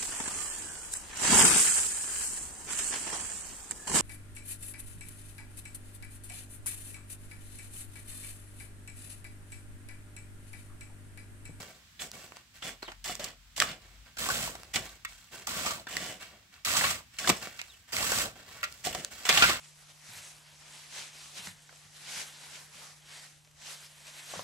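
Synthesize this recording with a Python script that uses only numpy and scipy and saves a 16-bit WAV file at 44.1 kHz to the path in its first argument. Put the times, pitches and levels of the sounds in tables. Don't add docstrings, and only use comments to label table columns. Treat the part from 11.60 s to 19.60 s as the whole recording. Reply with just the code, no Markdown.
import sys
import numpy as np
from scipy import signal
from scipy.fft import rfft, irfft
from scipy.io import wavfile

SR = 44100
rng = np.random.default_rng(int(sys.argv[2]) if len(sys.argv) > 2 else 0)


def digitize_waveform(pressure):
    field = np.atleast_2d(pressure).T
    bounded = np.clip(field, -1, 1)
    quanta = np.round(bounded * 32767).astype(np.int16)
    wavfile.write(sys.argv[1], SR, quanta)


N = 352778

# (frequency [Hz], relative density [dB per Hz])
AIR_SPECTRUM = [(25, 0), (60, 16.5), (140, 10.5), (250, 5.5), (400, -9.5), (800, -3.5), (1600, -0.5),
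                (3200, -1.5), (6000, -6.5), (15000, -17.5)]
# (time [s], mean firing rate [Hz], level before gain and waver [dB])
ENGINE_COURSE = [(1.0, 42.5, -61), (1.24, 42.9, -65), (1.68, 44.6, -56), (1.82, 45.9, -66),
                 (2.27, 46.6, -57.5), (2.43, 51.75, -64), (3.29, 53, -59.5), (3.45, 44.8, -68),
                 (3.6, 43.4, -60)]
# (time [s], length [s], first pitch [Hz], last pitch [Hz], level [dB]); pitches before flutter
BIRD_PEEPS = [(1.234, 0.072, 4910, 2830, -56), (6.075, 0.1, 4610, 2700, -60.5)]
# (time [s], level of the whole tick [dB], thud re crunch [dB], hiss re crunch [dB])
PEBBLE_LANDINGS = [(0.516, -38, 0, 13), (.721, -39, 2, -16), (0.7688, -40.5, 2.5, 1.5),
                   (1.553, -33, 10, 22), (3.033, -41, 1, 3), (3.643, -54, 1, 9), (3.523, -46.5, -3, -15),
                   (5.8718, -32.5, 13, 1), (7.125, -41.5, -21.5, 14.5), (7.4474, -26.5, -10, 12)]
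# (time [s], build-up [s], peak level before gain [dB], fade [dB/s], thud re crunch [dB], hiss re crunch [dB])
SLIDES = [(0, 0.0017, -49, 91, 1, -0.5), (.525, 0.01, -51, 55, 0, 0), (.752, 0.0066, -52.5, 244, -8, -6.5),
          (.938, .006, -59, 33, -12, -2.5), (1.221, 0.0035, -47.5, 255, -10, -7),
          (1.272, 0.011, -55, 214, -9, -4), (2.19, 0.028, -59.5, 62, -2, -7),
          (2.451, 0.012, -57, 196, -9, -9.5), (2.93, 0.07, -57, 75, 2, -1.5),
          (3.21, 0.043, -47.5, 143, -4, -1.5), (3.471, 0.019, -57.5, 43, -16, 0.5),
          (3.705, 0.047, -47.5, 113, -3, -2), (4.59, 0.025, -45.5, 133, -11, -6),
          (4.69, 0.034, -61, 97, 1, -11), (4.912, 0.028, -55, 174, -12, -8),
          (5.522, 0.022, -57.5, 60, -17, -3), (5.805, 0.021, -42.5, 116, -5.5, -3.5),
          (5.95, 0.021, -59.5, 21, -7.5, 2), (6.273, 0.019, -54, 52, -15, -3.5),
          (6.753, .006, -53.5, 53, -2, -6), (6.855, 0.04, -52, 13, -6, -4), (7.07, 0.011, -63, -3, -5, 4.5),
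          (7.5, 0.023, -48.5, 106, -5.5, -0.5), (7.56, 0.024, -49.5, 69, -7, -1)]
# (time [s], level of the whole clink [dB], skid time constant [s], grit re ring [dB])
FREE_CLINKS = [(3.448, -29, 0.0044, 3), (7.030, -21.5, 0.0025, -14), (7.037, -27.5, 0.0068, 13)]
# (time [s], level of the whole blow before gain [dB], thud re crunch [dB],
# hiss re crunch [dB], clack pitch [Hz], crushing time constant [s], clack re crunch [dB])
SHOVEL_HITS = [(1.2261, -29, 10, -3.5, 4200, 0.0058, 6.5), (1.2766, -33.5, 8, -15, 2930, 0.014, 0),
               (1.317, -35.5, -1, -7, 1560, 0.005, -25), (2.5677, -34.5, -6, -1, 1460, 0.0097, 5),
               (2.6865, -19, -7, 11, 1100, 0.0056, 19), (2.6995, -19.5, 6, 12, 1510, 0.008, 22),
               (2.9514, -32.5, 7, 0, 760, 0.0054, -13), (3.8701, -23.5, -13, 15, 2570, 0.0028, -7),
               (4.0555, -24, -7, 0, 1195, 0.023, 2), (4.1042, -25, -5, 4, 1180, 0.01, 8),
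               (5.0479, -23, -34, 3, 4270, 0.0043, -7), (5.1635, -21, -9, 12, 3240, 0.013, -2),
               (5.2357, -17.5, -12, -28, 1084, 0.015, -3), (5.9896, -29.5, -22, -12, 2430, 0.0084, -12),
               (6.0144, -26, -17, -5, 3580, 0.0023, -19), (6.3283, -27.5, -4, 1, 4800, 0.01, 4),
               (6.365, -18, -24, 0, 2240, 0.0027, 0), (6.383, -24, -14, -2, 2000, 0.0027, 6),
               (6.5172, -16.5, 21, 18, 1460, 0.0042, 22), (6.5849, -21.5, 11, 16, 1410, 0.0042, -7),
               (7.8195, -7.5, -31, -12, 1450, 0.012, 3), (7.8319, -11.5, -28, -18, 1490, .012, 4),
               (7.8947, -15.5, -1, -13, 1090, 0.0049, -3)]
HOE_HITS = [(.3922, -36.5, -25, -12, 3370, .008, 0), (1.0215, -33.5, -5, -15, 3260, 0.009, 3),
            (1.4412, -33, -22, 19, 3060, 0.0038, 10), (1.4941, -27.5, 4, -15, 710, .0065, 10),
            (1.5925, -30, -20, 1, 607, 0.014, 9), (1.6407, -28, -15, 15, 3540, 0.0058, -12),
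            (1.9615, -34, -22, 6, 2920, 0.0059, -1), (1.977, -29, -15, 8, 3780, 0.004, -8),
            (2.0005, -10.5, -32, 1.5, 3240, 0.0021, -9), (2.0147, -16.5, -14, -7, 1710, 0.0054, 6),
            (2.0212, -11, -21, -2, 1250, 0.0016, 5.5), (3.1441, -27.5, -1, 3, 2250, 0.0059, 6),
            (3.156, -19, -14, -3, 2230, 0.0089, -23), (4.2684, -30, -3, -6, 1620, 0.0052, 10),
            (4.3675, -17.5, -16, 7, 2010, 0.0017, 12.5), (5.5845, -27, -32, 3, 2760, 0.0086, -1),
            (5.6402, -28.5, -25, -7, 1660, 0.013, 10), (5.673, -17, 2, -3, 3340, 0.0053, -5),
            (5.6912, -12.5, 4, 6, 185, 0.0047, 4), (5.6974, -8, 0, -0.5, 700, 0.0038, -4.5),
            (7.2691, -18.5, -2, -2, 704, 0.0021, 16), (7.3477, -22.5, -18, -0.5, 750, 0.0046, 4.5),
            (7.6519, -22, -6, -3, 4400, 0.003, -16), (7.6885, -12, -5, -1.5, 3620, 0.0091, -19),
            (7.6935, -15, -9, -22, 3200, 0.011, -3), (7.773, -11, -8, -1, 2920, 0.0057, 4)]
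# (time [s], stroke length [s],
# mid-stroke crunch level before gain and arch [dB], swell over the stroke [dB], fade [dB/s],
# thud re crunch [dB], hiss re crunch [dB])
SHOVEL_STROKES = [(2.582, 0.28, -41.5, 1, 158, -3.5, -0.5), (3.868, 0.27, -42.5, -1.5, 186, -3.5, -2.5),
                  (5.047, 0.26, -35, 2, 209, -10, -2.5), (6.32, 0.31, -38.5, 6.5, 270, -5.5, -1),
                  (7.686, 0.21, -30, 4, 183, -10.5, -7.5)]
HOE_STROKES = [(.39, 0.037, -47.5, 8.5, 224, -3, 1.5), (1.018, 0.068, -44.5, 5, 248, -4.5, -3.5),
               (1.44, 0.083, -42.5, -1, 229, -6.5, -1), (1.594, 0.068, -47.5, 7.5, 188, -5, -5),
               (1.96, 0.079, -41.5, 6.5, 302, -3, -1), (2.06, 0.052, -42.5, 2, 260, -5, -9.5),
               (3.132, 0.031, -38, 0, 168, -0.5, -1), (4.28, 0.22, -44, 2.5, 136, -3.5, -3.5),
               (5.586, 0.18, -44, -4.5, 129, -3, -0.5), (5.668, 0.038, -39.5, -3.5, 600, 10, 6),
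               (7.236, 0.037, -38.5, 8, 300, -3.5, -0.5), (7.322, 0.14, -49, -9.5, 300, 2, -1),
               (7.648, 0.038, -35.5, -8, 200, -17, -5)]
# (frequency [Hz], level [dB], unburied t60 [s])
SHOVEL_RESONANCES = [(1190, -44, 0.064), (1162, 6.5, 0.25), (1340, -43, 0.029), (1430, -2, 0.12),
                     (1570, 14.5, 0.065), (1880, 5, 0.053), (2170, -23, .06), (2250, 13.5, 0.15),
                     (2716, 12, 0.083), (2830, -6, 0.45), (3240, 9, 0.078), (4580, -14, 0.2)]
HOE_RESONANCES = [(613, -19, .1), (740, 0, 0.14), (1149, 4.5, 0.14), (1454, 5, 0.08), (1745, -1.5, 0.29),
                  (2400, 0, 0.072), (2250, 1, 0.043), (3000, 17.5, 0.032), (3460, 15, 0.054),
                  (4200, -35, .09), (5450, 0, 0.13)]
CLINK_RESONANCES = [(604, 9, 0.11), (1390, 18.5, 0.078), (1380, -4, 0.066), (1920, 15, 0.071),
                    (2010, -8, 0.028), (2090, 11, .04), (2210, -10, 0.043), (2530, 2.5, 0.093),
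                    (3330, -18, 0.1), (3460, -2, 0.1), (3900, -18, 0.15), (4660, -8, 0.081)]
# (frequency [Hz], relative density [dB per Hz])
SHOVEL_SPECTRUM = [(30, -7), (70, 3), (160, 9), (250, 7), (380, -0.5), (620, 8), (900, -13.5), (1120, 5.5),
                   (1280, 6.5), (1470, 5.5), (1750, 7), (3000, 6), (5000, 1.5), (8000, 5), (15000, -5)]
HOE_SPECTRUM = [(30, -6), (70, -1), (170, 8), (350, 2), (650, 7.5), (1000, -12), (2000, 0), (3300, -9),
                (5000, -10.5), (8000, -9.5), (15000, -25)]
SPILL_SPECTRUM = [(30, -14), (80, 5), (160, 9.5), (350, 5.5), (650, 10), (1000, -6), (1800, 1), (3300, -6),
                  (5000, -11), (8000, -12.5), (15000, -23)]
CRACK_SPECTRUM = [(30, -51), (80, -18), (180, -5), (380, -1.5), (800, 2.5), (1400, 11.5), (2400, 15),
                  (3500, 4), (5000, 0.5), (8000, -4.5), (15000, -17.5)]
SNAP_SPECTRUM = [(100, -19), (700, -5), (2500, 1.5), (8000, -5), (15000, -20)]
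# (frequency [Hz], gain [dB])
LEFT_RESPONSE = [(60, 3), (500, -3.5), (1100, -1.5), (3500, 0), (6800, -1), (7900, 4), (8900, -5),
                 (15000, 3)]
RIGHT_RESPONSE = [(60, -1.5), (500, -4), (1100, -2), (3500, 1.43), (6800, 3.5), (7900, 6.5), (8900, -0.5),
                  (15000, 5)]

LOW_HZ, HIGH_HZ = 900, 5000
TOP_HZ = 15700
AIR_SWAY_DB = 1.5
ENGINE_FROM_S, ENGINE_UNTIL_S, ENGINE_FADE_S = 0.87, 3.67, 0.25
YARD_T60_S = 0.2
SNAP_DB, SNAP_SPREAD_DB = -13.5, 2
SURGE_DB = 3.5
TAIL_DB = 40
SLIDE_REST_S = 0.3


def undb(db):
    return 10 ** (np.asarray(db) / 20)


def unit(x):
    return x / np.sqrt(np.mean(x ** 2) + 1e-20)


def add(out, s, x):
    i = int(np.clip(s * SR, 0, N - 1))
    out[:, i:i + x.shape[1]] += x[:, :N - i]


def through(x, response):
    return signal.fftconvolve(x, np.atleast_2d(response), axes=1)[:, :x.shape[1]]


def colour(points, size=2048):
    hz, db = np.transpose(points)
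    freqs = np.maximum(np.arange(size // 2 + 1) * SR / size, 1)
    gain = undb(np.interp(np.log(freqs), np.log(hz), db))
    cepstrum = irfft(np.log(gain))
    cepstrum[1:size // 2] *= 2
    cepstrum[size // 2 + 1:] = 0
    return irfft(np.exp(rfft(cepstrum)))


def walk(n, rate):
    return np.interp(np.arange(n) / SR * rate, np.arange(4096), rng.standard_normal(4096))


def air(level_db=-60.0):
    common, difference = rng.standard_normal((2, N))
    difference = signal.sosfilt(signal.butter(1, 900, "high", fs=SR, output="sos"), difference)
    noise = common + np.array([[1], [-1]]) * difference
    sway_db = AIR_SWAY_DB * walk(N, 2.53)
    return unit(through(noise, colour(AIR_SPECTRUM))) * undb(level_db + sway_db)


def engine(gain_db=1.0, second_db=-14, waver_db=5.0):
    t = np.arange(N) / SR
    s, hz, db = np.transpose(ENGINE_COURSE)
    firing_hz = np.interp(t, s, hz) * (1 + 0.013 * walk(N, 10.7))
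    phase = 2 * np.pi * np.cumsum(firing_hz) / SR
    tone = unit(np.sin(phase) + undb(second_db) * np.sin(2 * phase))
    fade = np.clip(np.minimum(t - ENGINE_FROM_S, ENGINE_UNTIL_S - t) / ENGINE_FADE_S, 0, 1)
    level_db = np.interp(t, s, db) + gain_db + waver_db * walk(N, 10)
    return tone * fade * undb(level_db)


def yard(x, wet_db=-16, dull_hz=4500):
    t = np.arange(SR // 2) / SR
    decay = np.exp(-np.log(1000) * t / YARD_T60_S) * np.clip(t / 0.0009, 0, 1)
    tail = rng.standard_normal((2, len(t))) * decay
    tail = signal.sosfilt(signal.butter(2, [500, dull_hz], "band", fs=SR, output="sos"), tail)
    return x + undb(wet_db) * through(x, unit(tail) / np.sqrt(len(t)))


def bird():
    out = np.zeros((2, N))
    for s, length, first_hz, last_hz, db in BIRD_PEEPS:
        u = np.linspace(0, 1, int(length * SR))
        pitch_hz = last_hz + (first_hz - last_hz) * (1 - u) ** 1.7 + 200 * walk(len(u), 417)
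        phase = 2 * np.pi * np.cumsum(pitch_hz) / SR
        envelope = (u * (1 - u)) ** .3 * undb(4 * walk(len(u), 130))
        tone = unit(np.sin(phase) * envelope)
        add(out, s, undb(db) * tone[None])
    return out


def blade(modes, detune=0.0074):
    hz, db, t60 = np.transpose(modes)[:, :, None]
    shift, size = rng.standard_normal((2, len(modes), 1))
    t = np.arange(SR // 5) / SR
    decay = undb(db + 2 * size - 60 * t / t60)
    ring = np.sum(decay * np.sin(2 * np.pi * hz * (1 + detune * shift) * t), axis=0)
    return unit(ring) / np.sqrt(len(t))


def clack(hz, cycles):
    t = np.arange(SR // 25) / SR
    return unit(np.sin(2 * np.pi * hz * t) * np.exp(-t * hz / cycles))


def grains(n, spread_db, lag, scatter=3.5, count=7000):
    at = rng.integers(0, SR, count)
    size_db = spread_db * np.minimum(rng.exponential(size=count), 5)
    size = undb(size_db) * rng.choice([-1, 1], count)
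    late = np.round(lag + scatter * rng.laplace(size=count)).astype(int)
    return np.array([np.bincount(i % SR, size, SR)[:n] for i in (at + late, at)])


def stones(n, lag, centre_hz=1500, octaves=1.71, tick_db=5, spread_db=5, count=320):
    out = np.zeros((2, N))
    for at, pitch, size in rng.random((count, 3)):
        sound = clack(centre_hz * 2 ** (octaves * (2 * pitch - 1)), cycles=3)
        sound[0] += undb(tick_db) * sound.max()
        sound = np.pad(sound, 32) * undb(-spread_db * np.log(max(size, .06)))
        add(out, at, np.array([np.roll(sound, round(lag)), sound]))
    return out[:, :n]


def parts(x):
    cuts = [(LOW_HZ, "low"), ([LOW_HZ, HIGH_HZ], "band"), (HIGH_HZ, "high")]
    return [signal.sosfilt(signal.butter(4, hz, kind, fs=SR, output="sos"), x) for hz, kind in cuts]


def burst(crush_s, lag, press=0.43):
    t = np.arange(SR // 5) / SR
    build = np.minimum(t / (press * crush_s + 1e-5), 1)
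    return grains(len(t), 2.7, lag, scatter=2.7, count=16000) * np.exp(-t / crush_s) * build


def knock(push, contact, thud_db, hiss_db):
    thud, crunch, hiss = map(unit, parts(through(push, contact)))
    return crunch + undb(thud_db) * thud + undb(hiss_db) * hiss


def sized(x, db, crush_s):
    return unit(x) * undb(db) * np.sqrt(max(crush_s, .002) * SR / x.shape[1])


def pebbles(crush_s=0.00063):
    out, contact = np.zeros((2, N)), colour(CRACK_SPECTRUM)
    for s, db, thud_db, hiss_db in PEBBLE_LANDINGS:
        tick = knock(burst(crush_s, lag=0), contact, thud_db, hiss_db)
        add(out, s, sized(tick, db, crush_s))
    return out


def lifetime(rise_s, fade_db_per_s):
    length_s = np.clip(rise_s + TAIL_DB / max(fade_db_per_s, 1), .05, 1)
    return np.arange(int(length_s * SR)) / SR


def grind(n, grit, modes, ring_db, spread_db, judder_db, lag, stones_db):
    swarm = grains(n, spread_db, lag) * undb(judder_db * walk(n, 130.1))
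    rub = unit(through(swarm, colour(grit)))
    buried = np.multiply(modes, [1, 1, .5])
    rub += undb(ring_db) * unit(through(swarm, blade(buried)))
    snaps = grains(n, SNAP_SPREAD_DB, lag, count=330)
    rub += undb(SNAP_DB) * unit(through(snaps, colour(SNAP_SPECTRUM)))
    clusters = stones(n, lag) * undb(SURGE_DB * walk(n, 35.7))
    rub += undb(stones_db) * unit(clusters)
    return map(unit, parts(rub))


def spills(gain_db):
    out = np.zeros((2, N))
    for s, build_s, db, fade, thud_db, hiss_db in SLIDES:
        t = lifetime(build_s, fade)
        flow = np.minimum(t / build_s, 1) * undb(db + gain_db - fade * np.maximum(t - build_s, 0))
        flow *= np.exp(-(t / SLIDE_REST_S) ** 4)
        thud, crunch, hiss = grind(len(t), SPILL_SPECTRUM, SHOVEL_RESONANCES, ring_db=-8, spread_db=.8,
                                   judder_db=2.5, lag=1, stones_db=-9)
        add(out, s, flow * (undb(thud_db) * thud + crunch + undb(hiss_db) * hiss))
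    return out


def clinks(thud_db=-22, hiss_db=-8):
    out, contact = np.zeros((2, N)), colour(CRACK_SPECTRUM)
    for s, db, skid_s, grit_db in FREE_CLINKS:
        push = burst(skid_s, lag=5.7)
        radiated = np.diff(blade(CLINK_RESONANCES, detune=0.0066))
        sound = unit(through(push, radiated))
        sound += undb(grit_db) * knock(push, contact, thud_db, hiss_db)
        add(out, s, sized(sound, db, skid_s))
    return out


def knocks(table, modes, ring_db, lag, gain_db):
    out, contact = np.zeros((2, N)), colour(CRACK_SPECTRUM)
    for s, db, thud_db, hiss_db, hz, crush_s, clack_db in table:
        push = burst(crush_s, lag)
        sound = knock(push, contact, thud_db, hiss_db)
        sound += undb(clack_db) * unit(through(push, clack(hz, cycles=4)))
        sound += undb(ring_db) * unit(through(push, blade(modes)))
        add(out, s, sized(sound, db + gain_db, crush_s))
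    return out


def digs(table, grit, modes, bite_s, load_s, lift_s, arch_db, linger,
         ring_db, spread_db, judder_db, lag, stones_db, gain_db):
    out = np.zeros((2, N))
    for s, length, db, swell_db, fade, thud_db, hiss_db in table:
        t = lifetime(length, fade)
        progress = np.minimum(t / length, 1)
        after_s = np.maximum(t - length, 0)
        effort_db = db + gain_db + swell_db * (progress - .5) + arch_db * np.sin(np.pi * progress)
        settle_db = -fade * after_s
        load = (1 - np.exp(-(t / load_s) ** 2)) * undb(thud_db - linger * settle_db)
        thud, crunch, hiss = grind(len(t), grit, modes, ring_db, spread_db, judder_db, lag, stones_db)
        contact = np.minimum(t / bite_s, 1) * np.exp(-(after_s / lift_s) ** 4)
        stroke = load * thud + crunch + undb(hiss_db) * hiss
        add(out, s, stroke * undb(effort_db + settle_db) * contact)
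    return out


def scene():
    work = digs(SHOVEL_STROKES, SHOVEL_SPECTRUM, SHOVEL_RESONANCES, bite_s=0.003, load_s=0.012, lift_s=0.14,
                arch_db=2.5, linger=0.43, ring_db=-13, spread_db=-0.5, judder_db=1.35, lag=5,
                stones_db=-7.0, gain_db=1.5)
    work += digs(HOE_STROKES, HOE_SPECTRUM, HOE_RESONANCES, bite_s=0.0094, load_s=0.023, lift_s=0.091,
                 arch_db=2.5, linger=0.45, ring_db=-10, spread_db=1.43, judder_db=1.5, lag=0,
                 stones_db=-9.5, gain_db=-0.95)
    work += spills(gain_db=0.27)
    work += knocks(SHOVEL_HITS, SHOVEL_RESONANCES, ring_db=-26.0, lag=6.7, gain_db=-5.5)
    work += knocks(HOE_HITS, HOE_RESONANCES, ring_db=-6.5, lag=0.97, gain_db=-4.5)
    return yard(work + clinks() + pebbles() + bird()) + air() + engine()


def record(dry):
    heard = through(dry, [colour(LEFT_RESPONSE), colour(RIGHT_RESPONSE)])
    heard = signal.sosfilt(signal.butter(4, 36, "high", fs=SR, output="sos"), heard)
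    return signal.sosfilt(signal.ellip(10, .2, 80, TOP_HZ, fs=SR, output="sos"), heard)


dry = scene()
out = record(dry)
digitize_waveform(out)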